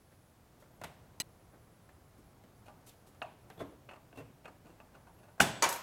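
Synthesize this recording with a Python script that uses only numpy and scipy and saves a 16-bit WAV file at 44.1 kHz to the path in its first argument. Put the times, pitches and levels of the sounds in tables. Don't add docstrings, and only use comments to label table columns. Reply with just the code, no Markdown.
import sys
import numpy as np
from scipy import signal
from scipy.fft import rfft, irfft
from scipy.io import wavfile
from scipy.ndimage import uniform_filter1d

SR = 44100
rng = np.random.default_rng(int(sys.argv[2]) if len(sys.argv) > 2 else 0)


def pcm_store(signal):
    levels = np.round(np.clip(np.atleast_2d(signal), -1, 1) * 32767)
    wavfile.write(sys.argv[1], SR, levels.astype(np.int16).T)


def decibels_to_gain(level_db):
    exponent = np.asarray(level_db, float) / 20
    return 10 ** exponent


N = 256821

SNAP_HITS = [
    (5.379, -54.5, -19, -15),
    (5.397, -36, -30, -9),
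    (5.4012, -31, 4, 0.5),
    (5.4038, -22, -21, -19),
    (5.4085, -43, 15.5, 11),
    (5.413, -44.5, 4.5, 9.5),
    (5.419, -38, 5.5, 1.5),
]
BITE_HITS = [
    (3.2172, -37.5, -4, -41),
    (3.223, -41, -23, -38),
    (3.257, -53, -22, -4),
    (3.319, -62.5, -14, 2),
    (4.127, -57, -6, -2),
    (4.801, -50, -8.5, -28),
]
SHEAR_HITS = [
    (3.888, -49.5, -2.5, -9),
    (3.909, -51.5, -6, -12),
    (3.932, -52, -7, -18),
    (3.958, -55.5, -13, -6),
    (4.444, -55.5, -10, -18),
    (4.453, -47, -3.5, -17),
    (4.477, -49.5, -20, -8.5),
]
LANDING_HITS = [
    (5.6225, -27.5, -3, -40),
    (5.629, -24, -12, -28),
    (5.638, -26, -5, -23),
    (5.652, -26.5, -11.5, -16),
]
BOUNCE_HITS = [
    (5.689, -37.5, -12, -27),
    (5.705, -57, -7, -23),
    (5.725, -41.5, -4, -21),
    (5.738, -45.5, -13, -25),
    (5.76, -51, 3, -17),
]
BLADE_BLOW_HITS = [
    (5.403, -42.5, 1.4, -40),
]
CHIP_BLOW_HITS = [
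    (5.69, -65, 0.22, -33),
]
HANDLING_HITS = [(0.623, -59.5, -18, -8), (0.647, -66, -20, -9), (0.813, -44, -16.5, -9),
                 (0.836, -42, -9.5, -8), (0.846, -50.5, -10, -6), (1.846, -79, -5, 4),
                 (1.889, -58.5, -17, -4), (2.437, -62.5, -12, 3), (2.888, -75, 10, -4),
                 (2.919, -78, -12, 9), (3.133, -67.5, -7.5, -6), (3.499, -51.5, -12, -3.5)]
REGRIP_HITS = [
    (3.572, -52.5, -14, 1.5),
    (3.59, -50.5, -7, -16),
    (3.601, -39.5, -17, -8),
    (3.614, -43, -22, 1),
    (3.639, -60.5, -29, 6),
]
NUDGE_HITS = [
    (4.154, -57, -6, -1),
    (4.171, -49, -8, 1),
    (4.182, -50, -9, -3),
    (4.197, -50, -13.5, -5),
]
CREAK_HITS = [(2.655, -62, -3, -8), (2.673, -52, -11.5, -30), (4.645, -59, -11, 4), (4.662, -62, -5, -8),
              (4.69, -63, -10, 6), (4.938, -54, -12.5, -17), (5.065, -57.5, -17, -11),
              (5.18, -64.5, -9, 0.3), (5.228, -60.5, -10.5, -10), (5.278, -60.5, -14, -17)]
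RUSTLE_HITS = [
    (.11, -67, -11, 3.7),
    (.595, -76.5, 0.5, 2.6),
    (1.525, -64, -28, 6.5),
    (2.17, -83.5, 3, 21),
    (2.86, -72, 4.5, 9.8),
    (3.06, -75, 1, 9.8),
]
TAP_HITS = [
    (1.2007, -44, 3.5, 1.9),
]

TRIM_MODES = [(495, -48, 0.36), (637.7, -3, 0.24), (743.5, -2, 0.16), (931, -4.5, 0.27), (1158, -6, 0.16),
              (1455, -2.5, 0.037), (2614, 12, 0.082), (2763, 12, 0.065), (4370, -14, 0.039)]
JAW_MODES = [(118, 14, 0.041), (681, 2.5, 0.21), (764, 12.5, 0.14), (1026, -4.5, 0.48), (1560, 12, 0.014),
             (2220, 8, 0.022), (2720, 13.5, 0.015), (2890, 8, 0.065)]
OFFCUT_MODES = [(682, -2, 0.18), (768, -2.5, 0.1), (935, -3, 0.52), (1064, 3, 0.08), (1096, -2.5, 0.14),
                (1650, -12, 0.18), (2013, 4, 0.15), (2348, 5, 0.22), (2920, -4.5, 0.27), (5985, 6, 0.042),
                (6700, 3, 0.051), (4680, -2.5, 0.11), (7747, -27, 0.29)]
CHIP_MODES = [(925, 15, 0.15), (1184, -12, 0.16), (2340, 5, 0.066), (6540, 0, 0.087), (9100, 4, 0.03),
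              (11770, -24, .2)]
FRAME_MODES = [(138, 8, 0.24), (288.3, 6.5, 0.23), (477, 0.5, 0.24), (642, 11, 0.032), (1050, -5.5, 0.21)]
PIVOT_WIDE_MODE = (3480, 1.6, 0.052)
PIVOT_HALF_SHUT_MODE = (2700, 6, 0.11)
PEN_MODES = [(113, -4, 0.025), (1940, 9, 0.12), (2918, 5.5, 0.33), (3580, 1.5, 0.025), (4090, -7.5, 0.29),
             (4870, -2.5, 0.033), (6300, -4.5, 0.035), (7800, -5.5, 0.073), (8070, -3.5, 0.023),
             (11540, -33, .1), (15100, -23, .03)]
BLADE_LINES = [(1545, 0, .45), (3520, 0, .5), (7763, 0, .7), (11770, -4, .18)]
CHIP_LINES = [(1000, 0, .1), (2500, 0, .1), (7750, 0, .45), (11770, -6, .3), (12920, -1, .45),
              (14520, -2, .45), (15000, 4, .03)]

# body to upper body to edge, then the thump (frequency [Hz])
REGION_EDGES_HZ = [450, 2000, 4000, 16000, 90, 450]
# (peak time [s], frequency [Hz], level [dB], swell [ms], stop [ms])
TEAR_CHATTER = [
    (5.4068, 1484, -8.5, 2.4, 0.17),
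    (5.4048, 2520, -13.5, 0.76, 0.63),
]
# (start [s], crest [s], end [s], crest frequency [Hz], sag [Hz])
HINGE_WHISTLES = [
    (0.708, 0.736, 0.788, 11790, 1300),
    (3.522, 3.553, 3.635, 12690, 1900),
    (3.642, 3.663, 3.73, 11830, 1900),
    (5.128, 5.162, 5.205, 11700, 1500),
]
# (first burst [s], bursts [count])
COIL_RUNS = [
    (1.18, 11),
    (2.546, 2),
    (2.956, 6),
    (4.976, 4),
]
# (frequency [Hz], time to fall 60 dB [s])
ECHO_TIMES = [(60, 0.47), (250, 0.68), (1000, 0.52), (4000, 0.59), (10000, 0.3), (16000, 0.24)]
# (frequency [Hz], level per Hz [dB])
HUM_COLOUR = [(20, -12.5), (105, 0.5), (190, -7), (430, -12.5), (760, -13.5), (2810, -25.5), (15200, -29),
              (16500, -27)]
# (time [s], swell [dB], half length [s])
WORKER_SHIFTS = [
    (0.16, -1.3, 1),
    (0.984, 1.6, 0.6),
    (2.747, 0.8, 0.59),
    (3.32, -2, 0.061),
    (3.5, 1.4, 0.072),
    (4.9, 0.6, .3),
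]

TAP_END_S = 1.2204
GRIP_BUILD_UP = 0.8


def fade(n, t60):
    return np.exp(-np.log(1000) * np.arange(n) / SR / max(t60, .002))


def band(x, lo_hz, hi_hz):
    return signal.sosfilt(signal.butter(2, [lo_hz, hi_hz], "bandpass", fs=SR, output="sos"), x)


def stick_slip(t, slip_ms, grit_db, soft):
    u = t / (max(slip_ms, .1) / 1000)
    signs = rng.choice([-1, 1], len(u))
    sizes = decibels_to_gain(grit_db * rng.exponential(size=len(u)))
    slips = signs * sizes * np.exp(-u) * np.tanh(u / soft)
    return slips / np.sqrt(np.sum(slips ** 2))


def contacts(events, modes, dense_db, dense_t60, split_hz, grit_db, dull_hz, soft, slip_ms, edge_db, keen):
    out, n = np.zeros(N + SR), SR // 4
    t = np.arange(n) / SR
    edges = REGION_EDGES_HZ
    spans = [edges[0:2], edges[1:3], edges[4:6], edges[2:4]]
    for s, strength_db, bright_db, heft_db in events:
        region_db = strength_db + np.array([0, bright_db, heft_db, edge_db + keen * bright_db])
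        slips = stick_slip(t[:SR // 12], slip_ms, grit_db, soft)
        touch = decibels_to_gain(2.5 * rng.standard_normal(len(modes)))
        detune = rng.standard_normal((len(modes), 3, 1))
        wash = band(rng.standard_normal(n), 40, dull_hz)
        for (lo, hi), db, wash_db, t60 in zip(spans, region_db, dense_db, dense_t60):
            swell = np.sqrt(np.abs(signal.fftconvolve(fade(n, t60) ** 2, slips ** 2)[:n]))
            dense = band(band(wash * swell, lo, hi), lo, hi)
            dense = decibels_to_gain(wash_db) * dense * np.sqrt(SR / (hi - lo))
            ring = np.zeros(n)
            for (hz, mode_db, mode_t60), g, d in zip(modes, touch, detune):
                if lo <= hz < hi:
                    turn = 2 * np.pi * (hz + split_hz * min(3000 / hz, 1) ** 2 * d) * t
                    share = np.abs(np.exp(1j * turn[:, :len(slips)]) @ slips)[:, None] + .15
                    partials = (np.sin(turn) / share).mean(axis=0)
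                    ring = ring + g * decibels_to_gain(mode_db) * partials * fade(n, mode_t60)
            ring = dense + band(signal.fftconvolve(ring, slips)[:n], .6 * lo, hi)
            loudest = np.sqrt(uniform_filter1d(ring ** 2, size=176).max())
            i = int(s * SR)
            out[i:i + n] += decibels_to_gain(db) * ring / loudest
    return out[:N]


def snap():
    return contacts(SNAP_HITS, JAW_MODES, [-3.5, -6, 3.0, 6.0], [0.21, 0.059, 0.19, 0.066],
                    split_hz=26, grit_db=3.5, dull_hz=8800, soft=0.19, slip_ms=1.6, edge_db=-1.5, keen=1.0)


def tear():
    ms, out = np.arange(N) / SR * 1000, 0
    for s, hz, db, swell_ms, stop_ms in TEAR_CHATTER:
        late = ms - 1000 * s
        swell = np.exp(-np.abs(late) / np.where(late < 0, swell_ms, stop_ms))
        out = out + decibels_to_gain(db) * swell * np.sin(2 * np.pi * hz * late / 1000)
    return out * (ms > 1000 * SNAP_HITS[2][0])


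def bites_and_shears():
    bites = contacts(BITE_HITS, TRIM_MODES, [-11.0, -33, -6, -14], [0.078, 0.12, 0.22, 0.05],
                     split_hz=44.0, grit_db=3.5, dull_hz=8700, soft=0.046, slip_ms=2.06,
                     edge_db=-34.5, keen=-0.63)
    shears = contacts(SHEAR_HITS, TRIM_MODES, [-4, -17, -6, -13], [0.067, 0.096, 0.28, 0.034],
                      split_hz=57.4, grit_db=3.5, dull_hz=8600, soft=0.36, slip_ms=5.8,
                      edge_db=-20, keen=-0.088)
    return bites + shears


def offcut_fall():
    landing = contacts(LANDING_HITS, OFFCUT_MODES, [-4.0, -2.0, -8, 3.5], [0.13, 0.11, 0.096, 0.054],
                       split_hz=26.1, grit_db=6.0, dull_hz=9000, soft=0.034, slip_ms=2.0,
                       edge_db=12.0, keen=2.98)
    bounces = contacts(BOUNCE_HITS, CHIP_MODES, [8, -7, -8, 9], [0.23, 0.12, 0.037, 0.055],
                       split_hz=35, grit_db=-1.0, dull_hz=12500, soft=0.095, slip_ms=0.8,
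                       edge_db=3.7, keen=0.078)
    return landing + bounces


def steel_rings():
    out = 0
    for blow, lines, edge_db in ((BLADE_BLOW_HITS, BLADE_LINES, -3), (CHIP_BLOW_HITS, CHIP_LINES, 20)):
        out = out + contacts(blow, lines, [-40] * 4, [.02] * 4, split_hz=28.6, grit_db=3, dull_hz=9000,
                             soft=.3, slip_ms=1.2, edge_db=edge_db, keen=0)
    return out


def handling():
    out = contacts(HANDLING_HITS, TRIM_MODES[:3], [1.5, 0, -6, 0], [0.05, 0.13, 0.1, 0.021],
                   split_hz=54, grit_db=10.5, dull_hz=14400, soft=0.047, slip_ms=3.1,
                   edge_db=4.5, keen=1.21)
    out += contacts(RUSTLE_HITS, [], [0, 0, 0, 0], [0.027, 0.015, 0.072, 0.02],
                    split_hz=0, grit_db=1.5, dull_hz=14700, soft=2.2, slip_ms=15, edge_db=5, keen=1.5)
    out += contacts(CREAK_HITS, TRIM_MODES, [-26, 2, -6, -10], [0.039, .04, 0.12, 0.028],
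                    split_hz=57.0, grit_db=4.0, dull_hz=10000, soft=GRIP_BUILD_UP, slip_ms=13.0,
                    edge_db=-5.5, keen=1.0)
    return out


def regrips():
    out = 0
    for grips, pivot in ((REGRIP_HITS, PIVOT_WIDE_MODE), (NUDGE_HITS, PIVOT_HALF_SHUT_MODE)):
        out = out + contacts(grips, FRAME_MODES + [pivot], [-7.5, -7.5, -26, 0],
                             [0.072, 0.045, 0.086, 0.031], split_hz=22.6, grit_db=3.5, dull_hz=13500,
                             soft=GRIP_BUILD_UP, slip_ms=8.5, edge_db=-8, keen=0.91)
    return out


def pen_tap():
    tap = contacts(TAP_HITS, PEN_MODES, [0.5, -1, -2, -11.5], [0.1, 0.048, 0.009, 0.07],
                   split_hz=5, grit_db=1.5, dull_hz=14100, soft=0.75, slip_ms=0.4, edge_db=14, keen=0)
    return tap * (np.arange(N) < TAP_END_S * SR)


def squeaks():
    arch_ms, fade_ms = 45, 10
    ms, out = np.arange(N) / SR * 1000, 0
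    for start, crest, end, hz, sag_hz in HINGE_WHISTLES:
        pitch = hz - sag_hz * (1 - np.exp(-((ms - 1000 * crest) / arch_ms) ** 2))
        live = np.clip(np.minimum(ms - 1000 * start, 1000 * end - ms) / fade_ms, 0, 1)
        out = out + live * np.sin(2 * np.pi * np.cumsum(pitch) / SR)
    return decibels_to_gain(-75.5) * out


def room(x, first_s=0.004):
    hz, t60 = np.transpose(ECHO_TIMES)
    rise = np.exp(-1 / SR / first_s)
    out = 0
    for f in 63 * 2 ** (np.arange(25) / 3):
        lo, hi = f / 2 ** (1 / 6), f * 2 ** (1 / 6)
        keep = np.exp(-2 * np.log(1000) / SR / np.interp(np.log(f), np.log(hz), t60))
        arriving = signal.lfilter([1 - rise], [1, -rise], band(x, lo, hi) ** 2)
        energy = signal.lfilter([1 - keep], [1, -keep], arriving)
        out = out + np.sqrt(energy * SR / 2 / (hi - lo)) * band(rng.standard_normal(N), lo, hi)
    return out


def walk(rate):
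    k = int(SR / rate)
    held = np.repeat(rng.standard_normal(N // k + 1), k)
    return 0.66 * uniform_filter1d(uniform_filter1d(held, k), k)[:N]


def whine():
    every_s, on_s, held_s = .106, .068, .335
    t = np.arange(N) / SR
    on = 1. * (t < held_s)
    for s, count in COIL_RUNS:
        in_run = (t > max(s, TAP_END_S)) & (t < s + count * every_s)
        on += in_run & ((t - s) % every_s < on_s)
    bursts = decibels_to_gain(-79.0) * uniform_filter1d(on, size=90) * np.sin(2 * np.pi * 10999 * t)
    steady = decibels_to_gain(-92 + 2.5 * walk(8)) * np.sin(2 * np.pi * 12403 * t)
    return bursts + steady


def shop_tone():
    out, t = 0, np.arange(N) / SR
    hz, db = np.transpose(HUM_COLOUR)
    stir_db = 2.5
    for s, swell_db, half in WORKER_SHIFTS:
        stir_db = stir_db + swell_db * np.exp(-((t - s) / half) ** 2)
    white = rfft(rng.standard_normal(N))
    f = np.maximum(np.arange(len(white)) * SR / N, 10)
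    coloured = white * decibels_to_gain(np.interp(np.log(f), np.log(hz), db))
    for centre in 22 * 2 ** np.arange(0, 10, .5):
        share = np.cos(np.pi * np.clip(np.log2(f / centre), -.5, .5)) ** 2
        lively = np.clip(np.log2(6000 / centre) / 3.2, .15, 1)
        out = out + irfft(coloured * share, N) * decibels_to_gain(lively * (2.07 * stir_db + 0.93 * walk(5.3)))
    return decibels_to_gain(-61.5) * out / np.std(out)


def scene():
    hands = handling()
    bites = bites_and_shears()
    hands = hands + regrips()
    cut, chatter = snap(), tear()
    fall = offcut_fall()
    tap = pen_tap()
    fall = fall + steel_rings()
    into_room = decibels_to_gain(-9.5) * hands + decibels_to_gain(-14) * bites + decibels_to_gain(-7.5) * cut
    into_room = into_room + decibels_to_gain(-17.0) * chatter + decibels_to_gain(-8.5) * fall
    metal = hands + bites + cut + chatter + fall + room(into_room)
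    return (metal + tap + whine() + squeaks() + shop_tone())[None]


def band_limit(x):
    return signal.sosfilt(signal.butter(12, 16650, fs=SR, output="sos"), x)


def record(dry):
    soft = signal.sosfilt(signal.butter(8, 16000, fs=SR, output="sos"), dry)
    return band_limit(soft)


dry = scene()
out = record(dry)
pcm_store(out)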